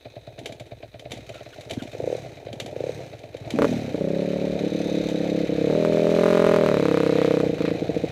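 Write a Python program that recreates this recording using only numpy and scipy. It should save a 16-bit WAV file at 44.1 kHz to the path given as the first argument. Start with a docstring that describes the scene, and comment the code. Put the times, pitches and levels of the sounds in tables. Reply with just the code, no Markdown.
"""Kicking a dirt bike to life

A rider kicks a single-cylinder dirt bike to life and revs it, heard from the helmet inside a sealed housing.
Another bike idles ahead and is blipped twice: its firings ring resonances. The kick lever rings struck
steel; gated noise makes the metal clatter. Each own firing is a low boom, a ring and a steep crack,
repeated three times by bounces in the exhaust chamber. Breeze, a faint hiss and a whine lie behind.
"""
import sys
import numpy as np
from scipy import signal
from scipy.fft import rfft, irfft, next_fast_len
from scipy.io import wavfile
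from scipy.ndimage import uniform_filter1d

SR = 44100
rng = np.random.default_rng(int(sys.argv[2]) if len(sys.argv) > 2 else 0)


def log_audio(samples):
    """Write samples as a 16-bit WAV file to the path given in sys.argv[1]."""
    # one column per channel
    frames = np.atleast_2d(samples).T
    # limit to full scale, then quantise
    limited = np.clip(frames, -1, 1)
    pcm = np.round(limited * 32767).astype(np.int16)
    wavfile.write(sys.argv[1], SR, pcm)


def gain_from_decibels(decibels):
    """Convert decibel values to linear amplitude factors."""
    exponent = np.asarray(decibels, float) / 20
    return 10 ** exponent


N = 357651  # samples, about 8.1 s


def unit(x):
    """Scales a sound to rms 1."""
    return x / np.sqrt(np.mean(x ** 2) + 1e-20)


def at_times(times_s, table):
    """Reads a table at given times: one row for each column after the time."""
    table_s, *columns = np.transpose(table)
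    return [np.interp(times_s, table_s, column) for column in columns]


def curves(table):
    """Draws each column after the time as a smooth line of one value per sample."""
    return at_times(np.arange(N) / SR, table)


def filtered(x, response):
    """Multiplies the spectrum of x by a complex response of frequency."""
    size = next_fast_len(N + SR // 2)
    return irfft(rfft(x, size) * response(np.fft.rfftfreq(size, 1 / SR)), size)[:N]


def coloured(x, colour):
    """Shapes the spectrum of x by (pitch_hz, level_db) points read on a log axis, silent outside them."""
    pitch_hz, level_db = np.transpose(colour)

    def gain(hz):
        return gain_from_decibels(np.interp(np.log(hz + 1), np.log(pitch_hz), level_db, left=-120, right=-120))
    return filtered(x, gain)


def noise(colour):
    """Makes coloured noise of rms 1."""
    return unit(coloured(rng.standard_normal(N), colour))


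def gated(gate, colour):
    """Lets noise through a gate, then colours it; rms 1 where the gate is 1."""
    white = rng.standard_normal(N)
    return coloured(gate * white, colour) / np.std(coloured(white, colour))


def blows(times_s, sizes):
    """Places single-sample impulses of the given sizes at the given times."""
    inside = times_s < (N - 1) / SR
    samples = np.round(times_s[inside] * SR).astype(int)
    return np.bincount(samples, sizes[inside], N)[:N]


def resonance(hz, centre_hz, width_hz):
    """Gives the response of one resonance, which is 1 at its centre."""
    return 1j * hz * width_hz / (centre_hz * centre_hz - hz * hz + 1j * hz * width_hz)


def rung(x, centre_hz, width_hz):
    """Passes a resonance twice: a dip, a peak of about 1 per unit impulse, then a dying ring."""
    return filtered(x, lambda hz: resonance(hz, centre_hz, width_hz) ** 2) * SR / (2 * width_hz)


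def rung_noise(gate, modes):
    """Sends gated noise through a set of resonances, scaled to rms 1."""
    def response(hz):
        return sum(gain_from_decibels(db) * resonance(hz, centre_hz, width_hz) ** 2 for centre_hz, width_hz, db in modes)
    return unit(filtered(gate * rng.standard_normal(N), response))


def dying(x, t60_s):
    """Lets each impulse open a gate that shuts exponentially, by 60 dB in t60_s."""
    return signal.lfilter([1], [1, -gain_from_decibels(-60 / (t60_s * SR))], x)


def pushed(x, colour, lag, later_s=0, share=0):
    """Turns impulses into short coloured pushes of peak 1, their tones trailing by lag radians.

    Part of each push, given by share, pulls the phases as if it came later_s late."""
    def phase(hz):
        drag = np.angle(1 + share * np.exp(-2j * np.pi * hz * later_s))
        return np.exp(1j * (drag - lag))

    def shape(impulses):
        return filtered(coloured(impulses, colour), phase)
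    return shape(x) / np.max(shape(blows(np.ones(1), np.ones(1))))


# steady faint microphone hiss: pitch_hz [Hz], level_db [dB per Hz]
HISS = [(6500, -10), (8000, 2), (12000, 1), (15700, -3)]


def hiss():
    """The microphone's own faint, steady noise."""
    return gain_from_decibels(-76) * noise(HISS)


def whine():
    """A faint electric whine: one steady, very high tone."""
    return gain_from_decibels(-84) * np.sin(2 * np.pi * 11988 * np.arange(N) / SR)


# strength of the breeze: time_s [s], level_db [dB]
BREEZE_LEVEL = [(0.0, -59), (1.81, -59), (3.07, -76), (3.45, -55), (4.02, -49), (4.29, -49), (5.71, -50),
                (5.92, -47), (6.5, -53), (7.07, -47), (7.54, -53), (8.11, -52)]
# slow air on the housing: pitch_hz [Hz], level_db [dB per Hz]
AIR_COLOUR = [(20, -4), (38, 12), (50, -34), (64, 19.5), (120, -20)]


def breeze():
    """Slow air presses on the housing: very low noise that swells and sinks."""
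    return gain_from_decibels(curves(BREEZE_LEVEL)[0]) * noise(AIR_COLOUR)


# metal and gas noise through the housing: pitch_hz [Hz], level_db [dB per Hz]
METAL_COLOUR = [(530, -32), (900, -44), (1050, 4), (1150, 1.5), (1940, 7.5), (2470, 11), (2800, 1.5),
                (3030, 5.5), (3260, 0.5), (3910, 8), (5450, -11.5), (6000, -45), (7800, -39), (13200, -120)]
# runs of idle firings: first_s [s], firings [count], gap_s [s], growth_s [s added to each next gap]
IDLING = [(0.056, 11, .1093, .0005), (1.3, 4, .0543, 0), (1.585, 1, 0, 0), (1.874, 2, .058, 0),
          (2.261, 3, .113, 0), (2.69, 1, 0, 0), (3.022, 3, .113, -.01), (3.452, 1, 0, 0)]
# firings with their own strength, the two blips and a few strong idle ones: time_s [s], ring_db [dB]
STRONG_FIRINGS = [(1.704, -23.5), (1.949, -20.5), (2.001, -15), (2.039, -15), (2.074, -12), (2.1, -16.5),
                  (2.126, -12.5), (2.15, -16.5), (2.468, -21), (2.762, -19), (2.804, -15), (2.838, -14),
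                  (2.866, -17), (2.892, -16), (3.347, -20.5)]


def bike_ahead():
    """Each firing rings the silencer and thumps low, with one late return; strong firings ring lower."""
    runs = []
    for first_s, firings, gap_s, growth_s in IDLING:
        k = np.arange(firings)
        runs.append(first_s + k * gap_s + k * (k - 1) / 2 * growth_s)
    idle_s = np.concatenate(runs)
    strong_s, strong_db = np.transpose(STRONG_FIRINGS)
    s = np.append(idle_s, strong_s)
    count = len(s)
    ring_db = np.append(-29 + 1.2 * rng.standard_normal(len(idle_s)), strong_db)
    strong = np.clip((ring_db + 26) / 6, 0, 1)  # 0 at -26 dB and below, 1 from -20 dB
    late_share = 0.65 + (0.066 - 0.65) * strong

    # first sounds, then their late returns
    both_s = np.concatenate([s + 0.0012, s + 0.013])
    size = np.concatenate([gain_from_decibels(ring_db), late_share * gain_from_decibels(ring_db)])
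    both_strong = np.tile(strong, reps=2)
    weak_size = size * (1 - both_strong)
    ring = rung(blows(both_s, weak_size), 627, 178)
    ring = ring + rung(blows(both_s, size * both_strong), 494, 189)
    ring = ring + 0.15 * rung(blows(both_s, size), 392, 120)
    # broad middle of a weak firing, fainter in the return
    body_size = weak_size * np.repeat([1, .3], count)
    ring = ring + gain_from_decibels(-5.5) * rung(blows(both_s - .002, body_size), 336, 260)
    muffled = filtered(ring, lambda hz: 1 / (1 + (hz / 800) ** 8))

    chuff_size = gain_from_decibels(-46.5 + 1.5 * rng.standard_normal(count))
    chuff = gated(dying(blows(s - .004, chuff_size), 0.08), METAL_COLOUR)
    thump_size = (1 - 0.91 * strong) * gain_from_decibels(-42.5 + 2.0 * rng.standard_normal(count))
    thump = rung(blows(s + 0.00079, thump_size), 116.4, 29)
    return chuff + gain_from_decibels(-1.0) * muffled + thump


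CATCH_S = 3.5885  # the firing that starts the own engine
# own crank, one firing a turn: time_s [s], speed [turns a second]
OWN_SPEED = [(3.6212, 40.27), (3.7, 41.79), (3.94, 29.68), (4.26, 36.08), (4.84, 35.99), (5.2, 33.81),
             (5.24, 35.36), (5.63, 33.02), (5.77, 40.96), (6.01, 40.95), (6.32, 43.94), (6.6, 40.54),
             (6.72, 36.74), (6.96, 33.19), (7.49, 31.93), (7.53, 25.79), (7.66, 28.12), (8.15, 27.29)]


def own_crank():
    """Counts the turns of the own crank since the first point of its speed curve."""
    running = np.arange(N) >= OWN_SPEED[0][0] * SR
    return np.cumsum(curves(OWN_SPEED)[0] * running) / SR


# modes of the own valve gear: pitch_hz [Hz], width_hz [Hz], level_db [dB]
VALVE_MODES = [(4850, 80, -10), (5120, 100, -10), (6080, 110, 0), (6340, 110, -9), (6830, 100, -11),
               (7710, 190, -14), (9550, 110, -16), (9800, 160, -15), (11100, 100, -19), (12050, 150, -18),
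               (12600, 100, -23), (12900, 250, -21), (13300, 100, -22)]
# strength of the valve ticks: time_s [s], peak_db [dB, before each mode's own level]
VALVE_LEVEL = [(3.6, -71), (4.5, -64), (4.79, -48), (5.1, -53), (5.42, -54), (5.52, -64), (6.4, -56),
               (8.11, -74)]


def valve_ring(s):
    """Each closing valve rings the modes of its gear anew, each a little differently."""
    s = s[s > CATCH_S]
    tick_db = at_times(s, VALVE_LEVEL)[0]
    out = np.zeros(N)
    for pitch_hz, width_hz, mode_db in VALVE_MODES:
        scatter_db = 2.0 * rng.standard_normal(len(s))
        out += rung(blows(s, gain_from_decibels(tick_db + mode_db + scatter_db)), pitch_hz, width_hz)
    return out


# metal clatter of both engines: time_s [s], rattle_db [dB], sizzle_db [dB], before any gain with revs
CLATTER_LEVEL = [(0.0, -58, -70), (1.04, -59.5, -71), (1.2, -52.5, -62.5), (2.03, -52, -59),
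                 (2.5, -55, -66), (2.87, -52, -60.5), (3.32, -55, -67), (3.55, -47, -58),
                 (3.68, -42.5, -51), (3.93, -48, -60), (4.61, -46, -59), (4.88, -45, -56.5),
                 (5.51, -44, -58.5), (6.1, -42, -53.5), (6.35, -41.5, -54), (7.1, -40.5, -55),
                 (7.23, -37.5, -53.5), (7.35, -41.5, -54), (7.7, -44.5, -58), (8.11, -44.5, -57)]
# thin top of the clatter: pitch_hz [Hz], level_db [dB per Hz]
SIZZLE_COLOUR = [(4800, -0.5), (6100, 7), (7200, 1), (8500, -4.5), (10000, -8.5), (12000, -9),
                 (15000, -12.5), (15750, -35)]
# engine cases ringing with the clatter: pitch_hz [Hz], width_hz [Hz], level_db [dB]
CASE_MODES = [(2530, 95, 3.5), (3810, 580, 4), (6330, 200, -9)]
# level of the cases against the rattle: time_s [s], level_db [dB]
CASES_LEVEL = [(0, 2), (3.5, -20), (4.5, -9), (4.9, 0), (5.4, -9), (6.2, -14), (8.11, -18)]
# gears of the bike ahead: pitch_hz [Hz], width_hz [Hz], level_db [dB]
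WHIRR_MODES = [(4910, 130, -4), (5400, 150, -5), (5860, 230, -2), (6390, 250, 0), (7820, 150, -9),
               (8410, 200, -6), (8920, 120, -11)]


def clatter(ticks_s, pattern_db, above_idle, own):
    """Loose metal rattles at each tick over steady gear noise; cases ring along and valves tick."""
    scatter = rng.standard_normal(len(ticks_s))
    rattle_size = gain_from_decibels(pattern_db + 2.2 * scatter)
    sizzle_size = gain_from_decibels(1.6 * pattern_db + 2.5 * scatter)
    # the constant part is the steady gear noise
    rattle = unit(.36 + dying(blows(ticks_s, rattle_size), .06))
    sizzle = unit(.4 + dying(blows(ticks_s, sizzle_size), .06))
    rattle_db, sizzle_db = curves(CLATTER_LEVEL) + 0.1134 * above_idle  # dB per turn a second
    out = gated(gain_from_decibels(rattle_db) * rattle, METAL_COLOUR) + gated(gain_from_decibels(sizzle_db) * sizzle, SIZZLE_COLOUR)
    out = out + gain_from_decibels(rattle_db + curves(CASES_LEVEL)[0]) * rung_noise(rattle, CASE_MODES)
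    out = out + valve_ring(ticks_s[pattern_db == 0])
    # the gears ahead whirr only until the own crank turns
    whirr_db = -78 + 0.8 * above_idle
    return out + gain_from_decibels(whirr_db) * (own == 0) * rung_noise(rattle, WHIRR_MODES)


# crank of the bike ahead: time_s [s], speed [turns a second]
AHEAD_SPEED = [(0, 18.08), (1.93, 18), (2.02, 26), (2.06, 30), (2.11, 39), (2.16, 40), (2.23, 33),
               (2.3, 29), (2.45, 18), (2.74, 20), (2.8, 26), (2.85, 35), (2.9, 38), (2.97, 36), (3.05, 31),
               (3.22, 18), (3.5, 18), (3.62, 30)]


def low_puffs(turn):
    """Once a turn a low puff rings, a little higher when revved, over some steady low noise."""
    s = np.flatnonzero(np.diff(np.floor(turn))) / SR
    revved = np.clip(at_times(s, AHEAD_SPEED)[0] / AHEAD_SPEED[0][1] - 1, 0, 1)
    size = gain_from_decibels((1.5 - revved) * rng.standard_normal(len(s)))
    puffs = rung(blows(s, size * (1 - revved)), 115, 70) + rung(blows(s, size * revved), 128, 70)
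    return unit(puffs) + .25 * noise([(60, -8), (110, 0), (170, -16)])


# engine sound between the firings: time_s [s], puff_db [dB], wash_db [dB]
TICKOVER_LEVEL = [(0.0, -62, -54), (0.45, -47, -45.5), (0.9, -54, -55), (1.15, -44, -42.5),
                  (1.5, -63, -49.5), (1.77, -34, -37.5), (1.91, -56, -46.5), (2.03, -37, -34),
                  (2.12, -45, -38), (2.23, -42.5, -41), (2.4, -51.5, -44.5), (2.52, -40.5, -43),
                  (2.81, -41.5, -37.5), (2.98, -41.5, -39), (3.1, -46, -43.5), (3.25, -51, -42),
                  (3.45, -39.5, -39.5), (3.6, -40.5, -30), (3.75, -35, -36), (4.1, -45.5, -39),
                  (8.11, -37.5, -34.5)]
# exhaust sound scattered by ground and trees: pitch_hz [Hz], level_db [dB per Hz]
WASH_COLOUR = [(150, -71), (250, 7.5), (450, 11.5), (650, 11.5), (780, 2.5), (950, -4), (1300, -92)]


def tickover():
    """Each turn brings a puff, a valve tick and two weaker rattles; the own crank takes over once it runs."""
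    own = own_crank()
    ahead_speed = curves(AHEAD_SPEED)[0]
    turn = np.cumsum(ahead_speed) / SR
    # the own valve tick, at 5/6 of a turn here, follows the firing by .3 of a turn
    own_turn = np.ceil(turn[own == 0][-1]) + own - .3 + 5 / 6
    turn = np.where(own > 0, own_turn, turn)

    third = np.floor(3 * turn + .5).astype(int)
    at = np.flatnonzero(np.diff(third))
    ticks_s = np.abs(at / SR + 0.0016 * rng.standard_normal(len(at)))
    pattern_db = np.array([-6, 0, -4])[(third[at] + 2) % 3]  # 0 is the valve tick
    above_idle = (ahead_speed - AHEAD_SPEED[0][1]) * (own == 0)  # turns a second

    puff_db, wash_db = curves(TICKOVER_LEVEL)
    lumps = unit(0.48 + dying(blows(ticks_s, gain_from_decibels(6.34 * rng.standard_normal(len(at)))), 0.054))
    wash = gated(gain_from_decibels(wash_db) * lumps, WASH_COLOUR)
    return gain_from_decibels(puff_db) * low_puffs(turn) + clatter(ticks_s, pattern_db, above_idle, own) + wash


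# modes of the steel kick lever: pitch_hz [Hz], level_db [dB], t60_s [s to fall by 60 dB]
LEVER_MODES = [(2363, -3, .05), (3080, -4, .035), (3650, -1, .04), (3900, -4, .04), (4380, -8, .04),
               (5870, -18, .035), (6800, -17, .035), (8450, -24, .03), (10600, -25, .03), (11050, -27, .03)]


def lever_ring(times_s, levels_db):
    """Every contact rings the lever's steel modes anew, as dying sine tones."""
    out = np.zeros(N + SR)
    t = np.arange(SR // 10) / SR
    pitch_hz, mode_db, t60_s = np.transpose(LEVER_MODES)[:, :, None]
    modes = gain_from_decibels(mode_db - 60 * t / t60_s) * np.sin(2 * np.pi * pitch_hz * t)
    for s, db in zip(times_s, levels_db):
        scatter_db = 0.63 * rng.standard_normal(len(LEVER_MODES))
        out[round(s * SR):][:len(t)] += gain_from_decibels(db - 4 + scatter_db) @ modes
    return out[:N]


# squeaks of the lever pivot: start_s [s], length_s [s], level_db [dB], from_hz [Hz], to_hz [Hz]
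SQUEAKS = [(1.33, 0.041, -49, 1320, 1450), (1.361, 0.046, -51, 1440, 1370),
           (1.524, 0.0226, -45.5, 1710, 1330), (1.783, 0.041, -43.5, 1670, 1280)]


def squeaks():
    """The lever pivot gives short sliding, slightly rough tones with a strong octave."""
    out = np.zeros(N)
    for start_s, length_s, level_db, from_hz, to_hz in SQUEAKS:
        u = np.linspace(0, 1, round(length_s * SR))
        pitch_hz = from_hz + (to_hz - from_hz) * u + 700 * rng.standard_normal(len(u))
        phase = 2 * np.pi * np.cumsum(pitch_hz) / SR
        tone = np.sin(phase) + 0.84 * np.sin(2 * phase)
        out[round(start_s * SR):][:len(u)] += gain_from_decibels(level_db) * np.sin(np.pi * u) * tone
    return out


# contacts of kick lever and frame: time_s [s], strength_db [dB], knock_db [dB against the strength],
# both before the mixing gains in kick()
CONTACTS = [(0.375, -64, -4), (0.39, -38, -1), (0.446, -53, -7), (0.458, -28, -1.5), (0.523, -38.5, 4),
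            (0.598, -38.5, 2.5), (0.664, -50, 9), (0.995, -39, -2), (1.108, -41, -3), (1.1179, -28.5, -2),
            (1.137, -48, 6), (1.175, -45, -1), (1.292, -38, 5.5), (1.344, -42, -19), (1.361, -49, -10),
            (1.529, -58, -10), (1.609, -38, -6), (1.697, -36, -5), (1.709, -28.5, 3), (1.734, -38, -14),
            (1.823, -38, 4), (1.833, -46, -10), (1.917, -42, -9), (2.378, -60, -16), (2.5287, -37, 7.5),
            (2.6, -25.5, -3), (2.661, -35.5, 2), (3.191, -45.5, -5.5), (3.3682, -42, -11),
            (3.505, -28.5, -2), (5.087, -32.5, 7), (5.1, -44, 0), (5.112, -50, 0)]
# clack of the lever: pitch_hz [Hz], level_db [dB per Hz]
LEVER_COLOUR = [(530, -21), (900, -11), (1330, -14.5), (2120, -1.5), (2790, -4), (3110, 1), (5440, -13.5),
                (5980, -8.5), (7590, -11.5), (8550, -22.5), (9980, -16.5), (13400, -29), (15500, -33)]
# the kicked piston pumping air without firing: time_s [s], level_db [dB, before a gain of 3.5]
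PUMP = [(0.429, -42), (0.521, -38.5), (1.134, -35), (1.191, -41), (1.73, -37), (1.773, -23), (1.82, -29),
        (1.853, -36), (2.534, -33.5), (2.618, -37), (2.648, -34.5), (3.538, -20.5), (3.551, -21),
        (3.57, -27), (3.608, -19.5), (3.634, -22)]


def kick():
    """The lever clacks on its stops, rings, squeaks, knocks the frame and pumps the piston."""
    s, strength_db, knock_db = np.transpose(CONTACTS)
    hit = uniform_filter1d(blows(s + .001, gain_from_decibels(strength_db)), size=132) * 33  # each contact lasts 3 ms
    clack = gated(dying(hit, 0.017) + 0.27 * dying(hit, 0.16), LEVER_COLOUR)
    knock = gated(dying(blows(s, gain_from_decibels(strength_db + knock_db - 4)), .12), WASH_COLOUR)
    pump_s, pump_db = np.transpose(PUMP)
    pump = rung(blows(pump_s, gain_from_decibels(pump_db + 3.5)), 247, 115)
    return 0.028 * clack + lever_ring(s, strength_db) + squeaks() + knock + pump


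# how hard the own engine fires: time_s [s], ring_db [dB], crack_db [dB]
LOAD = [(3.59, -11, -10.5), (3.6212, -10.5, -5.5), (3.65, -10.5, -7), (3.67, -20, -39), (3.7681, -60, -55),
        (3.8512, -35, -45), (3.9459, -19, -36), (4.5, -20, -38), (4.9, -21, -60), (5.4945, -19.5, -41),
        (5.7, -14.5, -27), (6.0449, -12, -26), (6.25, -11.5, -13), (6.55, -10.5, -12.5), (6.65, -10, -10.5),
        (6.8, -15, -13.5), (7.3094, -12.5, -18), (7.4022, -15.5, -17), (7.4951, -17.5, -37),
        (7.6068, -19, -49), (7.7135, -19.5, -47), (7.822, -19.5, -57), (8.0397, -17, -49)]
# firings given their own strength, most failing: time_s [s], lost_db [dB, negative is a gain]
MISFIRES = [(3.851, -1), (3.918, 9), (3.979, 8), (4.583, 8.5), (4.704, 11), (4.777, 5), (4.833, 6.5),
            (4.889, 5.5), (5.037, 6), (5.176, 3.5), (5.471, 15), (5.554, 4), (7.532, 2.5), (7.569, 10),
            (7.75, 4.5), (7.792, 15), (7.871, 15), (7.939, 23), (7.995, 13), (8.075, 20)]


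def own_firings():
    """Times and sizes of every firing; a lightly loaded engine fires unevenly and sometimes fails."""
    turn = own_crank()
    # firing times, each set 0.8 ms ahead of the counted turn
    firing_s = np.interp(np.arange(1e-4, turn[-1]), turn, np.arange(N) / SR) - .0008
    t = np.append(CATCH_S, firing_s)
    t = t + .00006 * rng.standard_normal(len(t))
    light = at_times(t, LOAD)[0] < -19.5  # ring level in dB
    shortfall_db = 1.5 * light * rng.exponential(size=len(t))
    db = 0.2 * rng.standard_normal(len(t)) - shortfall_db
    for when_s, lost_db in MISFIRES:
        db[np.argmin(abs(t - when_s))] = -lost_db
    return t, gain_from_decibels(db)


# steep front of a hard firing: pitch_hz [Hz], level_db [dB per Hz]
CRACK_COLOUR = [(700, 4), (950, 9), (1250, 9), (1600, 4), (2400, -2), (3100, -7), (4000, -13), (5500, -17),
                (9000, -21), (15700, -31)]
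CRACK_LAG = -1.1  # radians by which its tones trail
# the exhaust spits as the throttle shuts: time_s [s], crack_db [dB]
POPS = [(7.583, -29), (7.606, -26), (7.622, -25.5), (7.653, -22), (7.658, -26), (7.681, -23),
        (7.706, -26.5)]


def pops():
    """The exhaust spits: single cracks, each shaking the metal into a short rattle."""
    s, crack_db = np.transpose(POPS)
    spit = blows(s, gain_from_decibels(crack_db))
    return pushed(spit, CRACK_COLOUR, CRACK_LAG) + gain_from_decibels(-15) * gated(dying(spit, 0.083), METAL_COLOUR)


# single hard fronts while the throttle opens: time_s [s], crack_db [dB]
SNAPS = [(5.727, -23), (5.85, -19), (5.923, -22), (6.07, -18.5)]
# steepness kept by the first return: time_s [s], level_db [dB]
RETURN_EDGE = [(6.1, -6), (6.24, 0), (6.54, 0), (6.61, -20), (6.85, -12), (7.1, -5)]


def cracks(t, when_s, share, size):
    """Steep fronts sit on the blows, trailed by turbulent gas; softer firings scatter more in steepness."""
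    crack_db = at_times(t, LOAD)[1]
    soft_db = np.clip(-16 - crack_db, 0, 8)  # dB below a hard firing
    for moment_s, snap_db in SNAPS:
        nearest = np.argmin(abs(t - moment_s))
        crack_db[nearest] = snap_db
        soft_db[nearest] = 3
    # rows: the blow and its three returns; only early arrivals stay steep
    arrival_db = np.array([[0], [0], [-14], [-16]])
    firing_scatter_db = (1 + .3 * soft_db) * rng.standard_normal(len(t))
    arrival_scatter_db = 1.5 * rng.standard_normal((4, len(t)))
    front = share * gain_from_decibels(arrival_db + firing_scatter_db + arrival_scatter_db)
    front[1] *= gain_from_decibels(at_times(t, RETURN_EDGE)[0] - 2.2 * soft_db)
    front_s = when_s + .00035 + .00006 * rng.standard_normal(len(when_s))
    steep = blows(front_s, (front * size * gain_from_decibels(crack_db)).ravel())
    fizz = gated(dying(steep, .012), METAL_COLOUR)
    return pushed(steep, CRACK_COLOUR, CRACK_LAG) + gain_from_decibels(-29) * fizz


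# echo patterns of the exhaust note, each named by the time in s at which it is first heard:
# delay_ms [ms after the blow], ring_share [of the blow's ring], boom_share [of its boom]
ECHOES_3_59 = [(4.2, .4, 0.39), (6.9, 0.88, 0.58), (10.4, 0.33, .5)]
ECHOES_3_67 = [(4.4, 0.22, 0.68), (8.3, .2, 0.25), (12.1, .16, 0.14)]
ECHOES_4_00 = [(5.3, 0.36, 0.54), (7.0, 1, 0.26), (10.6, 0.28, 0.77)]
ECHOES_4_66 = [(4.2, 0.47, 1), (6.3, 0.41, 1), (10.0, 0.86, 0.82)]
ECHOES_5_65 = [(4.1, 0.59, 0.71), (6.35, 0.8, 0.97), (10.3, 0.48, 0.2)]
ECHOES_5_78 = [(5.0, 0.16, 0.39), (6.9, 0.39, 0.085), (10.1, 1, 0.25)]
ECHOES_6_24 = [(4.9, 1, .55), (6.9, .25, .1), (10.0, .65, .25)]
# the note slides from one echo pattern to the next: time_s [s], returns [one of the tables above]
VOICING = [(3.65, ECHOES_3_59), (3.67, ECHOES_3_67), (3.86, ECHOES_3_67), (3.93, ECHOES_3_59),
           (3.96, ECHOES_3_59), (4.0, ECHOES_4_00), (4.56, ECHOES_4_00), (4.66, ECHOES_4_66),
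           (5.4, ECHOES_4_66), (5.65, ECHOES_5_65), (5.78, ECHOES_5_78), (6.1, ECHOES_5_78),
           (6.24, ECHOES_6_24), (6.54, ECHOES_6_24), (6.61, ECHOES_5_78), (6.7, ECHOES_5_78),
           (6.85, ECHOES_5_65)]
# level of the low part of a blow: time_s [s], level_db [dB]
BOOM_LEVEL = [(3.6, -15), (3.72, -14), (3.86, -23), (3.94, -16.5), (5.5, -17), (5.8, -14), (6.4, -12.5),
              (7.0, -14.5), (7.5, -15.5), (8.1, -16)]
# low part of a blow: pitch_hz [Hz], level_db [dB per Hz]
BOOM_COLOUR = [(70, -51), (115, -12), (150, 15.5), (200, 11.5), (260, 15.5), (330, 11.5), (420, 5.5),
               (560, -15)]
# upper part, cut short by the housing: pitch_hz [Hz], level_db [dB per Hz]
RING_COLOUR = [(230, -21), (360, 10), (480, 18.5), (630, 16), (740, -6.5), (900, -11), (1100, -94)]


def own_exhaust():
    """Each blow leaves the pipe once and three more times after bouncing in the chamber."""
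    t, size = own_firings()
    voicing_s = [s for s, _ in VOICING]
    voices = np.array([returns for _, returns in VOICING])
    slid = np.apply_along_axis(lambda column: np.interp(t, voicing_s, column), 0, voices)
    delay_ms, ring_share, boom_share = slid.transpose(2, 1, 0)
    when_s = np.concatenate([t, *(t + delay_ms / 1000)])

    # rows: the blow itself, then its three returns
    direct = np.ones(len(t))
    ring_share = np.array([direct, *ring_share]) * gain_from_decibels(1.0 * rng.standard_normal((4, len(t))))
    boom_share = np.array([direct, *boom_share])

    boom_size = boom_share * size * gain_from_decibels(at_times(t, BOOM_LEVEL)[0])
    ring_size = ring_share * size * gain_from_decibels(at_times(t, LOAD)[0])
    boom = pushed(blows(when_s, boom_size.ravel()), BOOM_COLOUR, lag=.4)
    # the pipe drags out the upper part of each blow
    ring = pushed(blows(when_s, ring_size.ravel()), RING_COLOUR, lag=.6, later_s=.002, share=.7)
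    return boom + ring + cracks(t, when_s, ring_share, size) + pops()


def ground(x, t60_s):
    """Bike, track and bank scatter each blow into the same short tail."""
    t = np.arange(SR // 4) / SR
    tail = rng.standard_normal(len(t)) * gain_from_decibels(-60 * t / t60_s) * (t > .008)
    return signal.fftconvolve(x, tail / np.linalg.norm(tail))[:N]


def scene():
    """All sources, a faint hiss and an electric whine reach one microphone."""
    exhaust = own_exhaust()
    background = hiss() + whine() + breeze()
    engines = bike_ahead() + tickover() + exhaust + gain_from_decibels(-16.5) * ground(exhaust, 0.031)
    mono = background + engines + kick()
    return np.array([mono, mono])


def band_limit(x):
    """A steep low-pass at the top of the band."""
    return signal.sosfilt(signal.butter(12, 15720, fs=SR, output="sos"), x)


def record(dry):
    """The loudest blows are rounded off and the deepest bass is lost."""
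    rounded = dry / (1 + np.abs(dry / .64) ** 5) ** (1 / 5)
    mix = np.array([filtered(channel, lambda hz: 1 / (1 + (30 / (hz + 1)) ** 4)) for channel in rounded])
    return band_limit(mix)


dry = scene()
out = record(dry)
log_audio(out)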